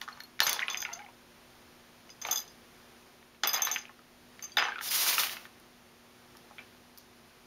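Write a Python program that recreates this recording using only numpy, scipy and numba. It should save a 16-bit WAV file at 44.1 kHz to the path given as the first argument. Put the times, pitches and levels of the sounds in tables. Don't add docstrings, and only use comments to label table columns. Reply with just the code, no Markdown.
import sys
import numpy as np
from scipy import signal
from scipy.fft import rfft, irfft
from scipy.io import wavfile
from scipy.ndimage import uniform_filter1d
from numba import njit

SR = 44100
rng = np.random.default_rng(int(sys.argv[2]) if len(sys.argv) > 2 else 0)


def to_wav(s):
    ch = np.atleast_2d(s).T
    pcm = np.round(np.clip(ch, -1, 1) * 32767)
    wavfile.write(sys.argv[1], SR, pcm.astype(np.int16))


def to_linear_factor(level_db):
    exponent = np.asarray(level_db, float) / 20
    return 10 ** exponent


N = 328986
T = np.arange(N) / SR


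def unit(x):
    return x / np.sqrt(np.mean(x ** 2))


def peak1(x):
    return x / abs(x).max()


def band(x, lo_hz, hi_hz, order=2):
    edges_hz = [lo_hz, min(hi_hz, 0.45 * SR)]
    return signal.sosfilt(signal.butter(order, edges_hz, "bandpass", fs=SR, output="sos"), x)


def coloured(x, points):
    hz, db = np.transpose(points)
    f = np.fft.rfftfreq(len(x), 1 / SR) + 1
    gain = to_linear_factor(np.interp(np.log(f), np.log(hz), db))
    return unit(irfft(rfft(x) * gain, len(x)))


def walk(rate):
    k = int(SR / rate)
    held = np.repeat(rng.standard_normal(N // k + 1), k)[:N]
    return unit(uniform_filter1d(held, k))


def curve(table, column):
    rows = np.array(table)
    return np.interp(T, rows[:, 0], rows[:, column], left=-150, right=-150)


def add(out, s, sound):
    i = int(s * SR)
    out[i:i + len(sound)] += sound[:N - i]


def ring(hz, db, t60_s, length_s, rise_s):
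    t = np.arange(int(length_s * SR)) / SR
    hz, db, t60_s = (np.asarray(v)[:, None] for v in (hz, db, t60_s))
    decay = to_linear_factor(db) * 1000 ** (-t / t60_s)
    return decay * np.sin(2 * np.pi * hz * t) * (1 - np.exp(-t / rise_s)) ** 2


def resonate(x, peaks):
    return unit(sum(to_linear_factor(db) * band(x, hz - width, hz + width, order=1) for hz, width, db in peaks))


@njit
def hollow(x, hz, k):
    y, b, l = np.empty(len(x)), 0., 0.
    for i in range(len(x)):
        g = np.tan(np.pi * hz[i] / SR)
        v = (b + g * (x[i] - l)) / (1 + g * (g + k))
        b, l, y[i] = 2 * v - b, l + 2 * g * v, k * v
    return y


def grains(rate, scatter_db):
    happens = rng.random(N) < rate / SR
    strength_db = scatter_db * np.minimum(rng.exponential(size=N), 3.5)
    return unit(happens * rng.standard_normal(N) * to_linear_factor(strength_db))


def body(x):
    # (pitch_hz, width_hz, level_db)
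    hollows = [(490, 70, 19.5), (830, 16, 16), (1230, 90, 8.5), (1354, 15, 0.5), (1750, 22, 8.5),
               (2150, 71, -2), (2620, 8.4, 12.5), (2905, 46, 9.5)]
    return sum(to_linear_factor(db) * band(x, hz - 1.3 * width, hz + 1.55 * width, order=1) for hz, width, db in hollows)


def background():
    # (pitch_hz, level_db per Hz)
    air = [(12, -50), (20, -11.5), (60, -9.5), (210, -8), (241, -6.5), (270, -9.5), (357, -8), (388, -9),
           (1530, -13), (5230, -19), (7950, -20), (9950, -23.5), (16000, -29)]
    # (pitch_hz, level_db rms)
    hum_lines = [(120, -81.5), (241, -67.5), (361, -71.5), (600, -91), (722, -80.5)]
    hum = np.zeros(N)
    for hz, db in hum_lines:
        level = to_linear_factor(db + 0.52 * walk(15)) * np.sqrt(2)
        hum += level * np.sin(2 * np.pi * np.cumsum(hz + 2.405 * walk(11)) / SR)
    hiss_db = -57 - 0.67 + 0.88 * walk(3.08)
    return coloured(rng.standard_normal(N), air) * to_linear_factor(hiss_db) + hum


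def rattle():
    # (start_s, level_db, fade_db per s, hollow_hz, scratchy top_db against the level)
    bursts = [(0.013, -44, 400, 1600, -11), (0.08, -55.5, 47, 1190, -17.5), (0.406, -38, 68, 1490, -6.5),
              (0.465, -34, 108, 1260, -20), (0.592, -42.5, 123, 1890, -33), (0.681, -38.5, 146, 2150, -30),
              (0.746, -48, 117, 2100, -20), (0.85, -49.5, 80, 1400, -22), (2.216, -50, 54, 1280, -18),
              (2.246, -41.5, 102, 800, -21), (2.285, -40, 122, 800, -19), (3.433, -32, 127, 1400, -26),
              (3.535, -35.5, 70, 1540, -30), (3.62, -60, 56, 1520, -26), (3.667, -36, 117, 1800, -18.5),
              (3.76, -60, 300, 2050, -28), (4.4245, -51, 200, 1500, -30), (4.572, -26, 127, 1640, -42),
              (4.625, -39.5, 112, 1300, -30), (4.72, -69, 63, 1440, -32), (4.785, -58, 24, 1460, -31),
              (5.18, -48.5, 20, 1600, -30), (5.31, -54, 202, 2000, -3), (6.591, -50.5, 250, 2300, -35),
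              (6.979, -80, 205, 2300, 11)]
    # (pitch_hz, width_hz, level_db)
    cup_wall = [(1120, 260, 18), (1920, 110, -10), (2150, 62, -10), (2440, 15, -8), (2570, 18, -13),
                (2850, 74, -1)]
    # (pitch_hz, width_hz, level_db)
    peg_wood = [(814, 35, 1.5), (1210, 28, 5.5), (1373, 11, 0.5), (1750, 45, 5.5), (1520, 20, 0),
                (2135, 36, 4.5), (2600, 22, 5.5), (870, 36, 1.5), (2940, 20, -4)]
    rise_s, lasts_s, upper_middle_db = 0.0026, 0.37, 10

    hits = grains(7000, 1.2)
    rows = np.array(bursts)
    hollow_hz = np.clip(np.interp(T, rows[:, 0], rows[:, 3]), 300, 5000)
    rolling = unit(hollow(hits, hollow_hz, 1.0))
    wall = np.where(T < 1.5, resonate(hits, cup_wall), resonate(hits, peg_wood))
    low = unit(unit(body(hits)) + 3.4 * rolling + 2.2 * unit(band(hits, 600, 3350, order=3)) + 3.5 * wall)

    fine = grains(7000, 2.0)
    mid = unit(band(fine, 3500, 6900, order=3))
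    top = unit(band(fine, 8300, 14400, order=3))

    power, scratch = np.zeros(N), np.zeros(N)
    t = np.arange(int(lasts_s * SR)) / SR
    ramp = np.clip(np.minimum(t / rise_s, (lasts_s - t) / 0.24), 0, 1)
    for s, db, fade, _, top_db in bursts:
        shape = (to_linear_factor(db - abs(fade) * t) * ramp) ** 2
        add(power, s, shape)
        add(scratch, s, shape * to_linear_factor(2 * top_db))
    return band(low, 217, 4900) * np.sqrt(power) + (top + mid * to_linear_factor(upper_middle_db)) * np.sqrt(scratch)


def ticks():
    # (start_s, peak_db)
    contacts = [(0.014, -36), (0.203, -42), (0.236, -44), (0.4037, -18), (0.4708, -22), (0.495, -13.5),
                (0.5301, -17.5), (0.6814, -49), (0.6992, -40), (0.7322, -36), (0.773, -41), (2.251, -40),
                (2.2757, -44), (2.312, -37), (2.327, -35), (2.3604, -36), (3.435, -45), (3.4738, -24.5),
                (3.6204, -29), (4.5708, -32), (5.5994, -48), (6.3702, -43), (6.9756, -38), (6.9788, -46),
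                (6.9836, -42)]
    out, t = np.zeros(N), np.arange(SR // 50) / SR
    fade = np.exp(-t / 0.00041) + 0.12 * np.exp(-t / 0.0041)
    clicks = band(rng.standard_normal((len(contacts), len(t))) * fade, 3600, 16300, order=3)
    for (s, peak_db), click in zip(contacts, clicks):
        add(out, s, to_linear_factor(peak_db + 5.5) * peak1(click))
    return out


def knocks():
    # (start_s, peak_db, centre_hz, bright edge_db against the peak)
    cup_knocks = [(0.015, -30.5, 1770, -1), (0.023, -40, 1090, -14), (0.078, -34.5, 943, -12),
                  (0.086, -34.5, 1240, -6), (0.174, -42, 1160, -10), (0.204, -37, 1750, -3),
                  (0.392, -33, 1760, -6), (0.4032, -15.5, 1690, 1), (0.4028, -21, 4800, 7),
                  (0.418, -21.5, 1020, -5), (0.466, -20, 2150, -11), (0.478, -23.5, 2210, -8),
                  (0.492, -26, 2450, 1), (0.563, -37, 900, -20), (0.682, -23, 2370, -24),
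                  (0.825, -30.5, 1510, -4), (0.851, -24.5, 2100, -19), (0.889, -37.5, 920, -23),
                  (0.991, -40, 1920, -21), (1.017, -43, 2290, -21), (1.047, -46, 2150, -20),
                  (1.087, -46, 917, -24)]
    peg_knocks = [(2.073, -46, 820, -6), (2.093, -45.5, 2450, -2), (2.251, -29, 850, -7),
                  (2.264, -31.5, 810, -20), (2.286, -28.5, 894, -12), (2.323, -29.5, 877, -13),
                  (3.227, -49, 2290, -15), (3.347, -50, 2270, -15), (3.435, -21.5, 1720, 2),
                  (3.448, -25, 1120, 1), (3.475, -41, 810, -8), (3.539, -32, 900, -10),
                  (3.572, -30, 1100, -9), (3.671, -26.5, 1230, -4), (3.543, -28, 930, -12),
                  (3.594, -27.5, 1700, -20), (3.619, -32.5, 890, -12), (3.894, -39.5, 1086, -31),
                  (3.991, -52, 1230, -3), (4.393, -43.5, 2100, -3), (6.351, -47, 1100, -15),
                  (6.5, -48, 1090, -17), (6.51, -46, 830, -20), (6.583, -35.5, 2400, -24),
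                  (6.589, -39.5, 2300, -20)]
    bounces = [(4.5706, -17.5, 1450, -13), (4.5852, -18, 2150, -9), (4.599, -22, 1750, -20),
               (4.624, -19, 1400, -12), (4.652, -26, 1900, -24), (4.6845, -23.5, 1200, -18),
               (4.719, -39, 1600, -22), (4.757, -29.5, 2440, -17), (4.784, -41, 3600, -18),
               (4.788, -30, 2600, -23), (4.81, -27, 1560, -23), (4.916, -28, 2530, -4),
               (5.064, -26, 1560, -10), (5.128, -21, 2400, -12), (5.181, -19.5, 1410, -10),
               (5.195, -23.5, 2150, -3), (5.234, -21, 2450, -15), (5.269, -30, 1910, -18),
               (5.294, -32, 2150, -8), (5.368, -27, 2440, -16), (5.453, -34.5, 1810, -30)]
    hits = cup_knocks + peg_knocks + bounces
    out, jolt = np.zeros(N), np.zeros(N)
    t = np.arange(SR // 50) / SR
    spread = rng.standard_normal((len(hits), 2, 6))
    cracks = rng.standard_normal((len(hits), len(t))) * np.exp(-t / 0.0013)
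    edges = band(cracks, 3230, 6800, order=3)
    for (s, peak_db, hz, bright_db), c, crack, edge in zip(hits, spread, cracks, edges):
        step = np.clip(c[0], -0.7, 1.1) * (np.arange(6) > 0)
        t60_s = 0.032 * (1500 / hz) * to_linear_factor(-abs(c[1]))
        rings = ring(hz * to_linear_factor(2.0 * step), -6.5 * abs(step), t60_s, 0.07, 0.00018).sum(axis=0)
        centre = band(crack, 0.77 * hz, 1.53 * hz, order=3)
        add(out, s + 0.00062, to_linear_factor(peak_db - 1.0) * peak1(rings))
        add(out, s + 0.0006, to_linear_factor(peak_db - 10.0) * peak1(centre))
        add(out, s + 0.0006, to_linear_factor(peak_db + bright_db + 3.0) * peak1(edge))
        add(jolt, s, to_linear_factor(peak_db + 3.5) * band(crack, 0.72 * hz, 1.9 * hz))
    light = band(out, 680, 17000, order=3)
    return light + band(body(jolt), 726, 3500)


def snaps():
    # (crest_s, peak_db, pitch_hz, half_length_ms)
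    cracklets = [(0.083, -40, 1157, 4.5), (0.4039, -12.5, 3970, 0.62), (0.5935, -20.5, 1760, 0.75),
                 (0.5936, -22, 3300, 0.52), (0.604, -26.5, 2110, 0.83), (0.6828, -16, 2360, 0.33),
                 (0.7459, -17, 2570, 0.38), (0.7553, -33, 2070, 1.1), (0.8262, -30.5, 2250, 0.81),
                 (0.8513, -23, 2170, 1), (0.8835, -38, 2300, 0.7), (0.891, -35, 2000, 0.8),
                 (0.899, -39, 2200, 0.8), (1.0645, -41, 2170, 1.1), (1.086, -48, 2600, 1),
                 (2.2516, -26.5, 2290, 1.15), (2.25, -31, 3580, 0.8), (5.139, -28, 2300, 1.5),
                 (5.196, -22.5, 3600, 1.5), (2.287, -31, 2950, 0.94), (3.7614, -14.5, 2450, 0.29),
                 (3.7653, -18.5, 2500, 0.35), (3.769, -34, 2300, 0.58), (3.771, -31, 1690, 0.76),
                 (3.8546, -32.5, 2590, 0.41), (3.883, -44, 2480, 0.7), (4.5706, -15, 3730, 0.94),
                 (4.591, -33, 7040, 0.74), (5.1818, -16, 2630, 0.77), (6.371, -46, 5430, 0.6),
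                 (6.9762, -46, 4900, 0.5), (6.982, -53, 4730, 2), (0.8265, -34, 3200, 1.2),
                 (4.497, -50, 2300, 1.5), (6.9852, -39, 14500, 0.8)]
    out, t = np.zeros(N), np.arange(-SR // 50, SR // 50) / SR
    for s, peak_db, hz, half_ms in cracklets:
        swell = np.exp(-(1000 * t / (half_ms * np.where(t > 0, 1.3, 0.8))) ** 2)
        add(out, s - 1 / 50, to_linear_factor(peak_db) * swell * np.cos(2 * np.pi * hz * t))
    return out


def trinket():
    # (start_s, peak_db, top ring_db against the peak)
    trinket_hits = [
        (0.126, -47, -24.5),
        (0.203, -39, -22),
        (0.2364, -44, -13),
        (0.2513, -55, -11),
        (0.421, -28, -25),
        (0.432, -23, -6),
    ]
    # (pitch_hz, t60_s)
    trinket_rings = [(4295, 0.053), (12710, 0.13)]
    out, (hz, t60_s) = np.zeros(N), np.transpose(trinket_rings)
    for s, peak_db, top_db in trinket_hits:
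        rings_db = peak_db + np.array([0, top_db])
        add(out, s, ring(hz, rings_db, t60_s, 0.25, 0.00034).sum(axis=0))
    return out * to_linear_factor(2.6 * walk(150.8))


def thumps():
    # (start_s, peak_db)
    blows = [
        (0.401, -35.5),
        (0.467, -40),
        (0.496, -45),
        (2.29, -42),
        (3.44, -40),
        (3.541, -43),
        (4.571, -40),
        (4.627, -45),
        (5.196, -50),
    ]
    out, t = np.zeros(N), np.arange(SR // 8) / SR
    noise = rng.standard_normal((len(blows), len(t))) * np.exp(-t / 0.013)
    shudders = band(noise, 45, 740, order=1)
    for (s, peak_db), shudder in zip(blows, shudders):
        add(out, s, to_linear_factor(peak_db) * peak1(shudder))
    return out


def bell():
    # (pitch_hz, level_db, t60_s)
    shell_rings = [(3465, -4, 0.047), (3860, -20, 0.051), (5040, -13, 0.064), (4970, -1.5, 0.11),
                   (6110, -15.5, 0.1), (6230, -3.5, 0.079), (6280, -3.5, 0.085), (6690, -10.5, 0.1),
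                   (6730, -23.5, 0.16), (8640, -9.5, 0.086), (10800, -9, 0.074), (13000, 3, 0.074),
                   (12860, -4, 0.05), (15450, -11, 0.05), (13570, -3, 0.05), (14060, 3, 0.07),
                   (14120, 1, 0.05), (13600, -5, 0.04)]
    # (start_s, peak_db near 6 kHz, lowest_db, middle_db, top_db rings against it)
    spilled = [(0.4672, -19, -10, -14, -17), (0.4708, -20.5, -12, -13, -13), (0.4941, -24, -8, -16, -12),
               (0.5295, -30.5, -2, -14, -12), (0.5444, -32, -5, -11, -15), (0.599, -45, -4, -14, -14),
               (0.7005, -27, -5.5, -18, -17), (0.7321, -36.5, -11, -10, -14), (0.772, -27, -15, -14, -18),
               (0.8032, -27, -16, -17, -14), (0.8184, -29.5, -16, -13, -11), (0.9301, -32.5, -17, -16, -17),
               (0.9351, -33.5, -23, -18, -25)]
    shaken = [(2.1021, -43.5, -11, -5, -22), (2.2155, -35.5, -15, -11, -8.5), (2.2228, -32, -19, -14, -21),
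              (2.2665, -34, -23, -17, -13), (2.2716, -32, -26, -18, -15), (2.3112, -21.5, -10, -15, -5.5),
              (2.3271, -21, -13, -17, -6), (2.3585, -23, -10.5, -13, -10), (2.3738, -26.5, -6.5, -9, -5),
              (2.3897, -29.5, -25, -16, -6), (2.4014, -31.5, -24, -10, -5), (2.478, -45, -11, -10, -18),
              (3.4346, -23.5, -1.5, -14, -21), (3.4725, -24, -5, -9.5, 3), (3.4914, -30.5, -9, -2, 0),
              (3.532, -23, -16, -20, -5), (3.5402, -22, -14, -14, -11), (3.5448, -23.5, -13, -14, -3),
              (3.5614, -39, -3, 0, -1), (3.5723, -31.5, -12, -9, -7), (3.6202, -17.5, -16, -24, -9.5),
              (3.6496, -24, -12.5, -25, -5), (3.6658, -33.5, -6, -7, -1), (3.714, -17.5, -19.5, -26, -13.5),
              (3.7266, -25, -17, -25, -16), (3.7406, -26.5, -18, -16, -6.5), (3.782, -34.5, -17, -14, -20),
              (3.787, -35, -24, -22, -27), (3.8137, -43, -21, -12, -25), (4.5701, -29.5, 6.5, -6, -4),
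              (4.579, -40, -3, 4, -18), (4.5944, -38, 1, 8, -11), (4.6245, -36, -9, -10, -21),
              (4.6388, -42, -14, -8, -20), (4.8858, -32.5, -4.5, -1, -9)]
    lifted = [
        (4.4242, -32, -23, -30, -9.5),
        (4.4399, -29.5, -30, -24, -17),
        (4.5187, -45.5, -22, -24, -25),
    ]
    out, (hz, db, t60_s) = np.zeros(N), np.transpose(shell_rings)
    hits = sorted(map(tuple, spilled + shaken + lifted))
    group = np.searchsorted([4200, 5500, 7500], hz)  # lowest, middle, 6 kHz, top
    chance = rng.standard_normal((len(hits), 3, len(hz)))
    t = np.arange(SR // 12) / SR
    shape = (len(hits), len(t))
    chatter = (rng.random(shape) < 350 / SR) * rng.standard_normal(shape)
    free_s = np.diff([row[0] for row in hits], append=N / SR)
    leaves = 0.53
    for (s, peak_db, low_db, middle_db, top_db), c, taps, free in zip(hits, chance, chatter, free_s):
        group_db = np.array([low_db + 6.5, middle_db + 3, -3.0, top_db - 10.0])
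        ring_db = peak_db + db + group_db[group] + 1.2 * c[0]
        rings = ring(hz * (1 + 0.003 * c[1]), ring_db, t60_s * to_linear_factor(0.38 * c[2]), 0.2, 0.00018).sum(axis=0)
        push = 0.16 * taps * np.exp(-t / 0.028)
        push[0] = 1
        sound = signal.fftconvolve(rings, push)
        late = np.clip(np.arange(len(sound)) / SR - free, 0, 1)
        add(out, s, sound * (leaves + (1 - leaves) * np.exp(-late / 0.0008)))
    return out * to_linear_factor(1.5 * walk(220))


def buzz(shell):
    return band(shell, 12000, 16000) * 0.6 * walk(1500)


def pings():
    # (start_s, peak_db, pitch_hz)
    hollow_pings = [(0.854, -37, 1430), (0.882, -43, 880), (0.9, -45, 910), (0.92, -49, 890),
                    (0.992, -42, 2300), (0.993, -42, 1580), (1.019, -44, 2180), (1.087, -43.5, 944),
                    (4.72, -26, 1600), (4.759, -31.5, 1480), (4.783, -30, 1384), (4.811, -34, 1600),
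                    (6.59, -42.5, 2330), (4.572, -32, 807), (4.6255, -30, 797), (4.662, -33, 1150),
                    (5.183, -26.5, 1350)]
    # (start_s, peak_db, pitch_hz)
    shell_pings = [(0.497, -30, 6270), (0.496, -40, 10780), (0.531, -38, 10780), (0.472, -44, 10780),
                   (0.67, -49, 10780), (0.501, -33, 4600), (0.531, -36, 4400), (0.508, -34, 3465),
                   (0.546, -37, 3465), (0.561, -39, 3465), (0.7008, -41, 4400), (3.492, -38, 4970),
                   (3.562, -34.5, 4970), (3.442, -36, 4970), (4.581, -28.5, 4955), (4.598, -31, 4955),
                   (0.931, -46, 4500), (2.39, -45, 4000), (3.545, -35, 3900), (3.669, -33.5, 3900),
                   (4.4245, -45, 4680), (4.44, -45, 4800), (4.519, -46, 4680), (4.519, -54, 3300),
                   (4.635, -38, 6060), (4.646, -45, 4960), (4.668, -52, 6800), (4.686, -51, 6150),
                   (4.688, -53, 4960), (2.5, -53, 4960)]
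    out, rise_s = np.zeros(N), 0.00036
    for s, peak_db, hz in hollow_pings:
        pair = ring([hz, 0.94 * hz], [peak_db, peak_db - 8.0], [0.055, 0.055], 0.15, rise_s)
        add(out, s, pair.sum(axis=0))
    for s, peak_db, hz in shell_pings:
        add(out, s, ring([hz], [peak_db], [0.1], 0.15, rise_s)[0])
    return out * to_linear_factor(1.8 * walk(200))


def skid():
    # (start_s, slip_rate_hz, level_db)
    glide = [
        (0.615, 1500, -41),
        (0.6195, 1510, -30),
        (0.6215, 2070, -26),
        (0.6245, 3070, -38),
        (0.628, 2200, -23),
        (0.6298, 1750, -29),
        (0.6315, 2000, -24),
        (0.6335, 2050, -19.5),
        (0.6352, 1900, -50),
    ]
    rows = np.array(glide)
    slip_hz = np.interp(T, rows[:, 0], rows[:, 1])
    return to_linear_factor(curve(glide, 2)) * np.sin(2 * np.pi * np.cumsum(slip_hz) / SR)


def squeak():
    # (start_s, slip_rate_hz, level_db, overtones_db against the level)
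    rocks = [
        (0.9, 640, -57, -6),
        (0.918, 688, -48.5, 3),
        (0.933, 692, -52, -6),
        (0.946, 768, -59, 1),
        (0.962, 701, -50.5, -3),
        (0.976, 718, -53, -18),
        (1.005, 845, -52, -25),
        (1.045, 830, -59, -25),
        (1.07, 750, -57, -25),
    ]
    rows = np.array(rocks)
    slip_hz = np.interp(T, rows[:, 0], rows[:, 1]) * (1 + 0.022 * walk(200))
    turns = np.cumsum(slip_hz) / SR
    flutter_db = 4.5 * walk(90)
    overtones = sum(to_linear_factor(db) * np.sin(2 * np.pi * k * turns) for k, db in enumerate([1.0, 1.0, -1.0], start=2))
    tone = np.sin(2 * np.pi * turns) + overtones * to_linear_factor(curve(rocks, 3))
    return tone * to_linear_factor(curve(rocks, 2) + flutter_db)


def slide():
    # (start_s, level_db)
    pressure = [
        (4.806, -68),
        (4.812, -54),
        (4.835, -42.5),
        (4.9, -39),
        (4.915, -34),
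        (5.1, -32.5),
        (5.24, -36.5),
        (5.3, -49),
        (5.47, -64.5),
    ]
    # (pitch_hz, level_db per Hz)
    scrape_colour = [(59, -56.5), (100, -27), (415, -14), (621, -14), (801, -7), (1650, -5.5), (5300, 1),
                     (6990, 1), (7770, -0.5), (10000, -2), (16000, -2.5)]
    # (centre_s, change_db, half_length_ms)
    rocking = [
        (4.897, -4.5, 10),
        (4.916, 4, 6.6),
        (4.952, 4, 16),
        (5.02, 2, 15),
        (5.09, 4, 16),
        (5.172, -2, 12),
        (5.202, 5, 14),
        (5.325, 7, 16),
        (5.05, -2, 12),
    ]
    hiss = coloured(grains(24000, 0.6), scrape_colour)
    low = band(hiss, 80, 4700)
    db = curve(pressure, 1) + 1.2 * walk(45)
    for s, change_db, half_ms in rocking:
        db = db + change_db * np.exp(-(1000 * (T - s) / half_ms) ** 2)
    low_db = -4 + 12 * np.clip(T - pressure[0][0], 0, 1)
    return (hiss - low) * to_linear_factor(db + 5.5) + low * to_linear_factor(db + low_db + 8.5)


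def room(x):
    t60_s, tail_db = 0.2, -11
    t = np.arange(SR // 2) / SR
    noise = rng.standard_normal(len(t)) * np.clip(t / 0.0091, 0, 1)
    low = band(noise, 240, 1540, order=1)
    tail = low * 1000 ** (-t / t60_s) + (noise - low) * 1000 ** (-t / (0.5 * t60_s))
    tail = tail / np.sqrt(np.sum(tail ** 2))
    return x + to_linear_factor(tail_db) * signal.fftconvolve(x, tail)[:N]


def scene():
    shell = bell()
    metal = shell + buzz(shell) + trinket() + pings()
    contacts = knocks() + ticks() + rattle() + snaps()
    rubbing = squeak() + skid()
    objects = band(metal + contacts + rubbing, 195, 16500)
    return (room(objects + slide()) + thumps() + background())[None]


def low_pass(x):
    return signal.sosfilt(signal.butter(12, 16810, fs=SR, output="sos"), x)


def record(dry):
    gap_hz, gap_width_hz, top_hz = 7887, 2040, 15750
    f = np.fft.rfftfreq(N, 1 / SR)
    gap = 1 - np.exp(-abs(2 * (f - gap_hz) / gap_width_hz))
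    slope_db = -22 * np.clip((f - top_hz) / 1000, 0, 2)
    cliff_db = -13.0 * (1 + np.tanh((f - top_hz) / 80))
    heard = irfft(rfft(dry) * gap * to_linear_factor(slope_db + cliff_db), N)
    return low_pass(heard)


dry = scene()
out = record(dry)
to_wav(out)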